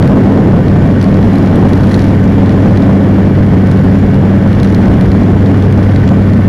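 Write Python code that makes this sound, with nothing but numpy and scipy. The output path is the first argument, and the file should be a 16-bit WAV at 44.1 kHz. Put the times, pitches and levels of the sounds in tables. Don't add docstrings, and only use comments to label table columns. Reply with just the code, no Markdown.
import sys
import numpy as np
from scipy import signal
from scipy.fft import rfft, irfft
from scipy.io import wavfile

SR = 44100
rng = np.random.default_rng(int(sys.argv[2]) if len(sys.argv) > 2 else 0)


def boost_factor(decibels):
    exponent = np.asarray(decibels, float) / 20
    return 10 ** exponent


def unload_audio(sound):
    columns = np.transpose(np.atleast_2d(sound))
    steps = np.round(np.clip(columns, -1, 1) * 32767)
    wavfile.write(sys.argv[1], SR, steps.astype(np.int16))


N = 285768

# [t/s, firing rate f/Hz]
FIRING_RATE = [(0, 137.72), (.7, 137.69), (1.8, 137.77), (2.5, 137.66), (3.3, 137.76), (4.1, 137.6),
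               (4.8, 137.82), (5.5, 137.7), (6.48, 137.8)]
# [multiple of blade rate, rms level/dB, lag/rad]
BLADE_TONES = [
    (1, -9, 0),
    (2, -11, 1.66),
    (3, -28, 3),
    (4, -33.5, 0.06),
    (5, -48, 4.5),
    (11, -42.5, 4),
]
# [multiple of firing rate, rms level/dB]
ENGINE_TONES = [(1, -18), (2, -18), (3, -32.5), (4, -39), (6, -59), (10, -48.5), (11, -38), (12, -45.5),
                (13, -42), (16, -46), (17, -46), (20, -53), (21, -50.5), (24, -67), (32, -67), (42, -66),
                (49, -65.5), (50, -62), (52, -71), (53, -67), (65, -71), (82, -69), (84, -75)]
EXHAUST_LAGS = [0, 3.075, 1.34]
# [firing multiple, blade multiple, rms level/dB, lag/rad]
CHOPPED_EXHAUST = [(2, -1, -21.5, -1.77), (1, 1, -23.5, -3), (-2, 5, -29.5, 0.77), (-1, 3, -27.5, -2)]
# [t/s, gust level/dB, shaking level/dB]
WIND = [(0, -12, -47), (.45, -11.5, -49.5), (.8, -14.5, -44), (1.3, -13, -41), (1.7, -13, -42.5),
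        (1.95, -14, -32), (2.2, -15.5, -42), (2.7, -13, -41.5), (3.2, -14, -47.5), (3.8, -16.5, -40),
        (4.3, -15, -48), (4.63, -14.5, -37.5), (4.9, -14, -42), (5.4, -15, -44.5), (5.9, -16, -41),
        (6.48, -16.5, -44)]
# [f/Hz, level per Hz/dB]
BUFFET_COLOUR = [(60, -16.5), (110, -3.5), (200, 2.5), (300, -2), (500, -13.5), (900, -26.5), (1500, -43)]
# [f/Hz, level per Hz/dB]
RUMBLE_COLOUR = [(16, -30.5), (35, -11), (60, -2.5), (110, -1.5), (170, 0), (320, -14.5)]
# [f/Hz, level per Hz/dB]
HISS_COLOUR = [(500, 3.5), (1000, -2), (1300, -4), (1900, -3.5), (2500, -17.5), (3400, -14.5),
               (3700, -22.5), (5300, -24), (7500, -40.5), (10000, -34), (10900, -39.5), (11700, -33),
               (14000, -48), (16000, -45)]
# [t/s, peak level/dB, bright ring level/dB]
KNOCKS = [(0.025, -19.5, -40), (0.0747, -22.5, -38.5), (0.682, -25, -49), (1.0128, -18.5, -43),
          (1.027, -23, -35.5), (1.0414, -20.5, -42), (1.1414, -25, -50), (1.3318, -23, -46),
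          (1.3556, -23.5, -41), (1.3828, -24, -42), (1.557, -22, -34), (1.7325, -24, -38.5),
          (1.8332, -26, -49), (1.914, -24, -45.5), (1.942, -18.5, -37.5), (1.9924, -24, -55),
          (2.4585, -24, -47), (2.7725, -24, -45), (2.8205, -26, -49), (3.7132, -24, -39.5),
          (4.6306, -20, -36), (4.7459, -19.5, -39), (4.8557, -28, -49), (5.0101, -21.5, -38.5),
          (5.1163, -23, -47), (5.46, -25.5, -46), (5.6241, -23.5, -46), (5.7243, -20, -37.5),
          (5.9603, -18.5, -44), (6.0761, -20.5, -47)]
# [t/s, peak level/dB, bright ring level/dB]
TAPS = [(0.2354, -31, -46), (1.2277, -27, -49), (1.459, -28, -48), (1.6886, -26, -45), (2.014, -31, -52),
        (2.066, -32, -52), (2.4927, -25, -48), (4.142, -30, -46), (4.529, -26, -46), (4.5993, -21, -39),
        (4.6455, -26, -44), (5.233, -28, -50), (5.5724, -29, -42), (5.8274, -29.5, -46), (6.0892, -23, -47),
        (6.3335, -28, -51)]
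# [f/Hz, width/Hz, level/dB]
FITTING_MODES = [(1810, 450, 6), (4150, 690, 2), (5640, 730, -0.5), (6570, 1900, -8.5), (9960, 1170, 2),
                 (11800, 1000, -6.5), (14500, 1800, -9)]


def rms_one(x):
    return x / np.sqrt(np.mean(x ** 2) + 1e-20)


def in_time(rows):
    s, *columns = np.transpose(rows)
    return [np.interp(np.arange(N) / SR, s, column) for column in columns]


def drift(rate):
    r = np.exp(-80 * np.pi * rate / SR)
    noise = rng.standard_normal(N // 40 + 2002)
    slow = signal.lfilter([1], [1, -2 * r, r * r], noise)[2000:]
    return np.interp(np.arange(N) / 40, np.arange(len(slow)), rms_one(slow))


def propeller(turns):
    phase = 2 * np.pi * 0.7107 * turns
    thump = 0
    for multiple, db, lag in BLADE_TONES:
        level = np.sqrt(2) * boost_factor(db + 0.7 * drift(2.3))
        thump = thump + level * np.cos(multiple * (phase + 0.045 * drift(4.5)) + lag)
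    return thump


def engine(turns):
    phase = 2 * np.pi * (turns + 0.004 * drift(9))
    anyhow = rng.uniform(0, 2 * np.pi, len(ENGINE_TONES) - len(EXHAUST_LAGS))
    lags = list(EXHAUST_LAGS) + list(anyhow)
    tones = [(multiple, db, lag) for (multiple, db), lag in zip(ENGINE_TONES, lags)]
    for firing, blades, db, lag in CHOPPED_EXHAUST:
        tones.append((firing + blades * 0.7107, db, lag))
    drone = 0
    for multiple, db, lag in tones:
        level = np.sqrt(2) * boost_factor(db + 2.52 * drift(4.9))
        drone = drone + level * np.cos(multiple * phase + lag)
    return drone


def eddies(colour, shared_db, own_db, rate):
    hz = np.arange(1, N // 2 + 2) * SR / N
    points = np.array(colour)
    colour_db = np.interp(np.log(hz), np.log(points[:, 0]), points[:, 1], -70, -70)
    spectrum = rfft(rng.standard_normal(N)) * boost_factor(colour_db)
    lowest, highest = int(np.log2(points[0, 0])), int(np.log2(points[-1, 0])) + 1
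    air, together = 0, drift(rate)
    for octave in range(lowest, highest + 1):
        band = irfft(spectrum * np.clip(1 - abs(np.log2(hz) - octave), 0, 1), N)
        air = air + band * boost_factor(shared_db * together + own_db * drift(rate))
    return rms_one(air)


def buffet(gust_db):
    return boost_factor(-8.5 + 1.73 * gust_db) * eddies(BUFFET_COLOUR, shared_db=1.04, own_db=1.43, rate=15)


def rumble():
    return boost_factor(-9.5) * eddies(RUMBLE_COLOUR, shared_db=1.2, own_db=1.8, rate=11.5)


def resonance(x, hz, width):
    r = np.exp(-np.pi * width / SR)
    return signal.lfilter([(1 - r * r) / 2, 0, (r * r - 1) / 2],
                          [1, -2 * r * np.cos(2 * np.pi * hz / SR), r * r], x)


def rattle(shaking_db):
    s, peak_db, bright_db = np.transpose(KNOCKS + TAPS)
    at = (s * SR).astype(int)
    mean_db = shaking_db.mean()
    struck = rng.random(N) < 220 / SR
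    chatter = struck * boost_factor(shaking_db + 2.5 + 2.3 * np.minimum(rng.exponential(1, N), 2.5))
    strays_per_s = 4.5 * boost_factor(2 * (shaking_db - mean_db))
    stray = rng.random(N) < strays_per_s / SR
    chatter += stray * boost_factor(mean_db + 9.5 + rng.normal(0, 2.2, N))

    burst = np.arange(300) / SR
    shape = (1 - np.exp(-burst / 0.001)) * np.exp(-burst / 0.0015)
    grit = rng.choice([-1., 1.], N)
    out = 0
    for k, (hz, width, db) in enumerate(FITTING_MODES):
        bright = hz > 7500
        blows = chatter * boost_factor(-12 * bright)
        knock_db = bright_db + 8.5 if bright else peak_db + 5 - 3 * (hz > 4800)
        blows[at] = boost_factor(knock_db)
        scrape = grit * signal.oaconvolve(blows, shape)[:N]
        out = out + (-1) ** k * boost_factor(db + 9) * resonance(scrape, hz, width)
    return out


def lull():
    marks = np.zeros(N)
    marks[(np.array(KNOCKS + TAPS)[:, 0] * SR).astype(int) + 60] = 1
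    return 1 - 0.72 * np.clip(signal.oaconvolve(marks, np.hanning(400), "same"), 0, 1)


def hiss(gust_db, shaking_db):
    level_db = -25.5 + 0.2 * gust_db + 0.19 * (shaking_db - shaking_db.mean())
    return boost_factor(level_db) * eddies(HISS_COLOUR, shared_db=1.1, own_db=-0.2, rate=54)


def scene():
    turns = np.cumsum(in_time(FIRING_RATE)[0]) / SR
    gust_db, shaking_db = in_time(WIND)
    gust_db = gust_db - gust_db.mean()
    low_swing = propeller(turns) + buffet(gust_db) + rumble()
    mix = low_swing * lull() + engine(turns) + rattle(shaking_db) + hiss(gust_db, shaking_db)
    return mix[None]


def band_limit(x):
    return signal.sosfilt(signal.butter(12, 15770, fs=SR, output="sos"), x)


def record(dry):
    overload = 0.7066
    mix = np.clip(dry - 0.002, -overload, overload)
    return band_limit(mix)


dry = scene()
out = record(dry)
unload_audio(out)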